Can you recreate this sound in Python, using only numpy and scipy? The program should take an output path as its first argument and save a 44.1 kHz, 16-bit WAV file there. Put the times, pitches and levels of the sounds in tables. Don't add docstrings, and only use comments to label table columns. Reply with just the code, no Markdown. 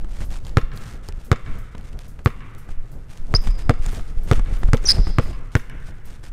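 import sys
import numpy as np
from scipy import signal
from scipy.fft import rfft, irfft
from scipy.io import wavfile
from scipy.ndimage import uniform_filter1d

SR = 44100
rng = np.random.default_rng(int(sys.argv[2]) if len(sys.argv) > 2 else 0)


def gain_from_decibels(decibels):
    exponent = np.asarray(decibels, float) / 20
    return 10 ** exponent


def generate_wav(signal):
    frames = np.transpose(np.atleast_2d(signal))
    scaled = np.clip(frames, -1, 1) * 32767
    pcm = np.round(scaled).astype(np.int16)
    wavfile.write(sys.argv[1], SR, pcm)


N = 278712


def band(x, lo_hz, hi_hz, order=2):
    edges_hz = [lo_hz, min(hi_hz, 0.45 * SR)]
    return signal.sosfilt(signal.butter(order, edges_hz, "bandpass", fs=SR, output="sos"), x)


def unit(x):
    return x / np.sqrt(np.mean(x ** 2))


def coloured(points):
    hz, db = np.transpose(points)
    f = np.maximum(np.arange(N // 2 + 1) * SR / N, 1)
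    gain = gain_from_decibels(np.interp(np.log(f), np.log(hz), db))
    return unit(irfft(rfft(rng.standard_normal(N)) * gain, N))


def walk(rate):
    hold = int(SR / rate)
    held = np.repeat(rng.standard_normal(N // hold + 1), hold)
    slewed = uniform_filter1d(uniform_filter1d(held, hold), hold)
    return unit(slewed[:N])


def ring(hz, t60, delay=0., size=8192):
    t = np.maximum(np.arange(size) / SR - delay, 0)
    return np.sin(2 * np.pi * hz * t) * gain_from_decibels(-60 * t / t60)


def burst(lo_hz, hi_hz, t60, size=8192):
    noise = unit(band(rng.standard_normal(size), lo_hz, hi_hz))
    fade = gain_from_decibels(-60 * np.arange(size) / SR / t60)
    return band(noise * fade, lo_hz / 2, hi_hz * 2, order=1)


def add(out, s, x):
    i = int(s * SR)
    out[i:i + len(x)] += x[:N - i]


def still_air():
    # frequency in Hz, level in dB per Hz.
    air_spectrum = [(35, -43.5), (60, 1), (148, 2), (240, -13.5), (600, -26), (1300, -20), (2500, -31.5),
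                    (5000, -46), (9500, -54.5), (11000, -38.5), (16000, -60)]
    return coloured(air_spectrum) * gain_from_decibels(-50 + 1.4 * walk(7.9))


def high_hiss():
    # start in seconds, level in dB.
    flares = [(0.2476, -51.5), (0.5874, -58), (0.759, -52), (0.9294, -64), (1.2467, -52.5), (1.584, -54.5),
              (2.0807, -53.5), (2.2472, -47.5), (2.581, -53.5), (2.9153, -55.5), (3.4152, -52),
              (3.5803, -65), (3.9145, -49), (4.2328, -53), (4.5844, -54), (4.7494, -55), (5.233, -55),
              (5.5695, -49.5), (6.0542, -54.5)]
    out = np.zeros(N)
    for s, db in flares:
        hiss = burst(4100, 13000, 0.28) + burst(11000, 14500, 0.13)
        add(out, s, gain_from_decibels(db - 2.5) * hiss)
    return out


def gym():
    # delay in seconds, level in dB, smear (t60) in seconds, top in Hz.
    echoes = [
        (0.042, -26.5, 0.027, 9000),
        (.146, -25.5, 0.0071, 6000),
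    ]
    # centre in Hz, level in dB, t60 in seconds.
    tail_bands = [(123, -27.5, 2.6), (252, -22, 0.88), (473, -29.5, 2.9), (990, -23.5, 1.57),
                  (1560, -28, 2.6), (2230, -23, 1.7), (3210, -21.5, 1.8), (4400, -27, 0.73),
                  (6500, -25, 0.73), (9500, -36, 0.39)]
    t = np.arange(int(1.6 * SR)) / SR
    slaps, tail = np.zeros((2, N))
    for s, db, smear, top_hz in echoes:
        add(slaps, s, gain_from_decibels(db - 18.5) * burst(1097, top_hz, smear))
    build = np.interp(t, [0, 0.012, 0.04, 0.14, 0.15, 0.3], [0, 0.3, 0.75, 0.45, 1.15, 1])
    for hz, db, t60 in tail_bands:
        wash = band(rng.standard_normal(len(t)), hz / 1.224, hz * 1.18)
        add(tail, 0, gain_from_decibels(db - 28.5 - 60 * t / t60) * build * wash)
    return slaps[:len(t)], tail[:len(t)]


def effort():
    # time in seconds, effort in dB.
    motion = [(0.0, -27), (0.12, -26.5), (0.3, -20), (0.42, -21), (0.79, -30.5), (1.71, -29.5),
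              (1.81, -27.5), (2.15, -32.5), (2.36, -32), (2.59, -31.5), (2.75, -31.5), (3.13, -36),
              (3.33, -18), (4.65, -20.5), (4.86, -18.5), (5.03, -16.5), (5.28, -22.5), (6.32, -37)]
    return np.interp(np.arange(N) / SR, *np.transpose(motion))


def drags(column):
    # start in seconds, length in seconds, rustle in dB, rub in dB.
    slides = [(0.068, 0.19, -61.5, -35.5), (0.198, 0.056, -55, -34), (0.294, 0.1, -53, -35),
              (0.436, 0.071, -59.5, -44), (0.724, 0.081, -64, -43), (0.796, 0.19, -57, -42),
              (1.027, 0.09, -64, -53), (1.185, 0.088, -65.5, -67), (1.434, 0.17, -67, -30),
              (1.841, 0.062, -62.5, -44), (1.982, 0.11, -70, -48), (2.185, 0.039, -75, -38.5),
              (2.687, .04, -65, -38), (3.082, 0.13, -63, -45), (3.256, 0.24, -74, -47),
              (3.415, 0.12, -55, -33), (3.579, 0.056, -58, -60), (3.796, 0.23, -54, -59),
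              (4.251, 0.17, -53.5, -26.5), (4.413, 0.2, -63, -39), (4.525, 0.058, -56.5, -43),
              (4.601, 0.11, -62, -25.5), (4.816, 0.17, -49, -36), (4.96, 0.061, -57, -17.5),
              (5.065, 0.051, -59.5, -30), (5.2, 0.15, -57.5, -32.5), (5.514, .035, -61.5, -42),
              (5.807, 0.14, -65.5, -50), (6.04, 0.17, -64.5, -51.5), (6.224, 0.075, -55.5, -47)]
    t = np.arange(N) / SR
    out = np.zeros(N)
    for row in slides:
        part = (t - row[0]) / row[1]
        out += gain_from_decibels(row[column]) * np.interp(part, [0, 0.17, 0.74, 1], [0, 1, 1, 0])
    return out


def rustle(effort_db):
    # frequency in Hz, level in dB.
    fibre_spectrum = [(300, -6), (800, 5.5), (2000, 3.5), (4000, -1), (7000, -3.5), (9500, -5),
                      (11000, -15.5), (14000, -12.5), (16000, -51.5)]
    grain_db = np.minimum(7.2 * rng.exponential(size=N // 128 + 1), 9)
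    fibres = gain_from_decibels(grain_db).repeat(128)[:N]
    grainy = unit(coloured(fibre_spectrum) * fibres * gain_from_decibels(1.76 * walk(50))) * gain_from_decibels(6.5)
    return grainy * (gain_from_decibels(-56.5 + 0.43 * effort_db) + drags(column=2))


def ticks():
    # start in seconds, level in dB, centre in Hz.
    threads = [(0.0124, -34, 2900), (0.046, -36, 2900), (0.366, -33, 2820), (0.376, -32, 2500),
               (0.4505, -26, 4400), (0.468, -23.5, 3360), (0.494, -30, 4440), (0.7748, -23.5, 4230),
               (1.0872, -15, 4970), (1.1242, -30, 2570), (1.752, -31.5, 3080), (1.781, -28.5, 2970),
               (1.811, -35, 2950), (1.931, -34, 2650), (1.9907, -22.5, 3400), (2.004, -40, 3220),
               (2.0198, -35, 2900), (2.5496, -31, 2410), (2.191, -34, 2500), (3.1748, -28, 3080),
               (3.473, -20.5, 2470), (3.863, -14.5, 7130), (3.9484, -25, 3280), (4.186, -32.5, 2670),
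               (4.333, -13.5, 2920), (4.3948, -22, 1980), (4.6346, -25.5, 3150), (4.7707, -20.5, 3250),
               (5.0738, -39, 2660), (5.6977, -26.5, 2520)]
    out = np.zeros(N)
    for s, db, hz in threads:
        snap = burst(920, 8300, 0.0041, size=2048)
        snap += 1.76 * ring(hz, 0.003, size=2048) + 0.5 * ring(870, 0.0068, size=2048)
        add(out, s, gain_from_decibels(db - 9.5) * snap)
    return out


def jolts():
    # start in seconds, level in dB, swing in Hz, push (+1) or pull (-1).
    swings = [(0.209, -7.5, 23, 1), (0.287, -10, 21, 1), (0.632, -3, 22, 1), (1.129, -13, 22.6, 1),
              (1.498, -6.5, 12.1, -1), (2.701, -10.5, 16, 1), (2.774, -5.5, 14.4, 1), (3.196, -9.5, 15, 1),
              (3.341, -1, 31, -1), (3.384, -6, 18, 1), (3.463, -1.5, 20, -1), (3.491, -1.5, 31.5, 1),
              (3.658, 0.5, 15.5, -1), (3.798, -1, 18.7, -1), (3.87, -6, 26, 1), (4.014, -6, 12.7, -1),
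              (4.171, 0, 19, 1), (4.335, -2, 20, 1), (4.381, 0.5, 33.5, -1), (4.526, 0, 31, 1),
              (4.643, 2, 26.7, 1), (4.688, 3, 24.7, -1), (4.873, -3, 16, 1), (4.99, 2, 36.2, -1),
              (5.02, -6, 14, 1), (5.093, -0.5, 22, -1), (5.186, -10, 24, -1), (5.398, -12, 11.7, -1),
              (5.555, -14, 16, -1), (6.292, -16, 27, 1)]
    out = np.zeros(N)
    for s, db, hz, push in swings:
        add(out, s, np.sign(push) * gain_from_decibels(db - 5.0) * ring(hz, 0.22))
    return out


def shirt():
    effort_db = effort()
    pressure = coloured([(2, 0.0), (12, 9), (30, 3.5), (50, -8.5), (100, -48.5), (1000, -91.5)])
    rumble = pressure * gain_from_decibels(effort_db - 1.5 + 2.33 * walk(5.966))
    rub = coloured([(30, -2.0), (60, 1), (130, -7.5), (300, -18.0), (700, -26.0), (2000, -50.5), (6000, -93)])
    rub *= gain_from_decibels(-4.5 + 3.4 * walk(30))
    rub *= gain_from_decibels(-22.5 + 0.53 * effort_db) + drags(column=3)
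    return rumble + rub + rustle(effort_db) + ticks() + jolts()


def steps():
    # start in seconds, level in dB, thud relative to it in dB, ring in Hz.
    landings = [(0.045, -34, -20, 326), (0.218, -31.5, -19, 238), (1.088, -33.5, -7, 404),
                (1.208, -43.5, -12, 277), (1.749, -29.5, -19, 199), (1.954, -47.5, 2, 456),
                (2.191, -36.5, -8, 200), (2.689, -36, -6, 200.4), (3.113, -59, -12, 380),
                (3.249, -47, -10, 198), (3.472, -22.5, -12, 207), (3.86, -67, -18, 288),
                (3.931, -31.5, -11, 396), (3.995, -31.5, -20, 268), (4.394, -24, -13, 202),
                (4.632, -22.5, -15, 202), (4.687, -31, 2, 202.6), (4.845, -27.5, -16, 385),
                (4.982, -26, -5, 200), (5.07, -26.5, -21, 308), (5.259, -34.5, -3, 228),
                (5.308, -35.5, -2.5, 236), (5.886, -37.5, -8.5, 199), (5.922, -40, -9.5, 221),
                (6.237, -43, -8, 376)]
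    out = np.zeros(N)
    for s, db, thud_db, hz in landings:
        knock = ring(hz, 0.03) + 0.5 * burst(180, 1460, 0.027) + 0.46 * ring(520, 0.0028)
        thud = gain_from_decibels(thud_db + 11.0) * ring(71.2, 0.12)
        add(out, s, gain_from_decibels(db + 3.0) * (knock - thud))
    return out


def scrapes(rough):
    # start in seconds, end in seconds, level in dB.
    rubs = [
        (3.345, 3.376, -40.5),
        (4.866, 4.9, -50.5),
        (4.881, 4.919, -26.5),
    ]
    noise = coloured([(800, -21.5), (1800, -1.0), (3000, -11.5), (5000, 7.0), (7500, -12.5),
                      (10000, -8.0), (13000, -25), (16000, -27.0)]) * gain_from_decibels(3.0 * rough)
    out = np.zeros(N)
    for start, end, db in rubs:
        corners_s = [start - 0.002, start + 0.0025, end - 0.002, end + 0.001]
        out += noise * gain_from_decibels(db) * np.interp(np.arange(N) / SR, corners_s, [0, 1, 1, 0])
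    return out


def squeaks():
    # start in seconds, length in seconds, first Hz, last Hz, level in dB.
    slips = [(3.3486, 0.0087, 5080, 4520, -11), (3.353, .021, 4720, 5650, -14),
             (3.346, 0.012, 6120, 5860, -31), (3.363, .007, 6240, 6400, -33),
             (4.838, 0.013, 6500, 6840, -44), (4.8548, 0.0053, 5970, 6050, -21),
             (4.859, .006, 5700, 5400, -19.5), (4.861, 0.013, 5760, 6200, -21.5),
             (4.867, 0.03, 6250, 5790, -26.5), (4.869, .0089, 5120, 4600, -20),
             (4.873, 0.015, 4700, 4820, -34), (4.885, 0.011, 4844, 5520, -12.5),
             (4.889, .015, 5447, 4725, -7.5), (4.897, 0.0042, 4980, 5500, -12),
             (4.898, 0.015, 4400, 4600, -21.5), (4.903, 0.0043, 5150, 5000, -4.5),
             (4.906, 0.0051, 4040, 3870, -25.5), (4.907, 0.0059, 4620, 4790, -13),
             (4.912, 0.0085, 4930, 4780, -13.5), (4.916, 0.01, 4270, 4600, -20.5),
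             (4.918, 0.00395, 4870, 5040, -13.5), (4.92, 0.0067, 4940, 5220, -17)]
    out, wobble, rough = np.zeros(N), walk(900), walk(700)
    for s, length, first_hz, last_hz, db in slips:
        i, u = int(s * SR), np.linspace(0, 1, int(length * SR))
        second_squeak = s > 4
        unsteady = 1 if second_squeak else 0.3
        octave_db = -40
        if second_squeak and (first_hz + last_hz) / 2 < 4860:
            octave_db = -30 - db
        hz = (first_hz + (last_hz - first_hz) * u) * (1 + 0.028 * unsteady * wobble[i:i + len(u)])
        phase = 2 * np.pi * np.cumsum(hz) / SR
        swell = np.sin(np.pi * u ** 0.6) ** 1.47
        swell *= gain_from_decibels(db + 2 + 0.83 * unsteady * rough[i:i + len(u)])
        add(out, s, swell * (np.sin(phase) + gain_from_decibels(octave_db) * np.sin(2 * phase)))
    return out + scrapes(rough)


def ball():
    # start in seconds, slap in dB, boards and crack relative to it in dB, slap in Hz.
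    bounces = [(0.57, -5.5, -13.5, -7.5, 1294), (1.315, -5, -13, -5, 1250), (2.259, -6.5, -13, -24, 1187),
               (3.339, -12, -10.5, -9, 1180), (3.694, -7.5, -6, -5.5, 1250), (4.3124, -6, -7.5, -4.5, 1246),
               (4.7321, -9, -4.5, -2.5, 1306), (5.184, -9, -7, -7.5, 1200), (5.552, -8, -13.5, -6, 1514)]
    # frequency in Hz, level in dB, t60 in seconds.
    air_modes = [(1072, -34, 0.19), (1250, -36.5, 0.052), (2200, -45.5, 0.32), (2780, -49.5, 0.5),
                 (3560, -46, .3), (4600, -52, 0.35)]
    contact_s = 0.0112
    lift_off = int(contact_s * SR)
    t = np.arange(8192) / SR
    grip = np.interp(t, [0, 0.0006, 0.0115, 0.014], [0.15, 0.82, 0.92, 0.018])
    thump = -ring(100.5, 0.1, -0.0018) * grip
    out = np.zeros(N)
    for s, db, boards_db, crack_db, hz in bounces:
        thump_db = -8 - 0.37 * db
        slap = ring(2070, 0.0047) - 1.48 * ring(hz, 0.0088, 0.0001)

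        peel = ring(1.2 * hz, 0.0085, contact_s) + 0.59 * ring(0.98 * hz, 0.021, contact_s + 0.00276)
        peel *= gain_from_decibels(-12.0)
        peel += gain_from_decibels(-21.5) * np.roll(burst(330, 2660, 0.05), lift_off)
        peel += gain_from_decibels(-18) * burst(700, 2100, 0.06)

        boards = ring(472, 0.035, contact_s - 0.001) + 0.54 * ring(232, 0.079, 0.00545)
        boards += 0.5 * ring(984, 0.0087, 0.0022) + 0.72 * burst(140, 594, 0.076)

        crack = burst(1700, 7250, 0.011) + gain_from_decibels(-29) * burst(1700, 8100, 0.1)
        crack += gain_from_decibels(-15) * np.roll(burst(1500, 8000, 0.012), lift_off)

        air = np.zeros(8192)
        for mode_hz, mode_db, t60 in air_modes:
            air += gain_from_decibels(mode_db + 2.5 * rng.standard_normal()) * ring(mode_hz, t60, 0.00204)

        bounce = slap + peel + air + gain_from_decibels(thump_db + 13.0) * thump
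        bounce += gain_from_decibels(boards_db + 3) * boards + gain_from_decibels(crack_db - 7) * crack
        add(out, s + 0.000994, gain_from_decibels(db) * bounce)
    return out


def scene():
    hits, soles = ball() + steps(), squeaks()
    floor = hits + soles
    before = np.arange(N) / SR < 5.367
    slaps, tail = gym()
    old_wet, new_wet = signal.fftconvolve([floor * before, floor * ~before], tail[None], axes=1)[:, :N]
    wet = np.where(before, old_wet, band(old_wet, 60, 2800, order=4)) + new_wet
    echoes = signal.fftconvolve(hits + gain_from_decibels(-9) * soles, slaps)[:N]
    far = wet + echoes + still_air()
    return (floor + far + shirt() + high_hiss())[None]


def band_limit(x):
    return signal.sosfilt(signal.butter(12, 16520, fs=SR, output="sos"), x)


def record(dry):
    rounded = np.clip(np.tanh(0.81 * dry) / 0.76, -0.99, 0.99)
    top_cut = signal.ellip(8, 0.2, 45, 15700, fs=SR, output="sos")
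    return band_limit(signal.sosfilt(top_cut, rounded))


dry = scene()
out = record(dry)
generate_wav(out)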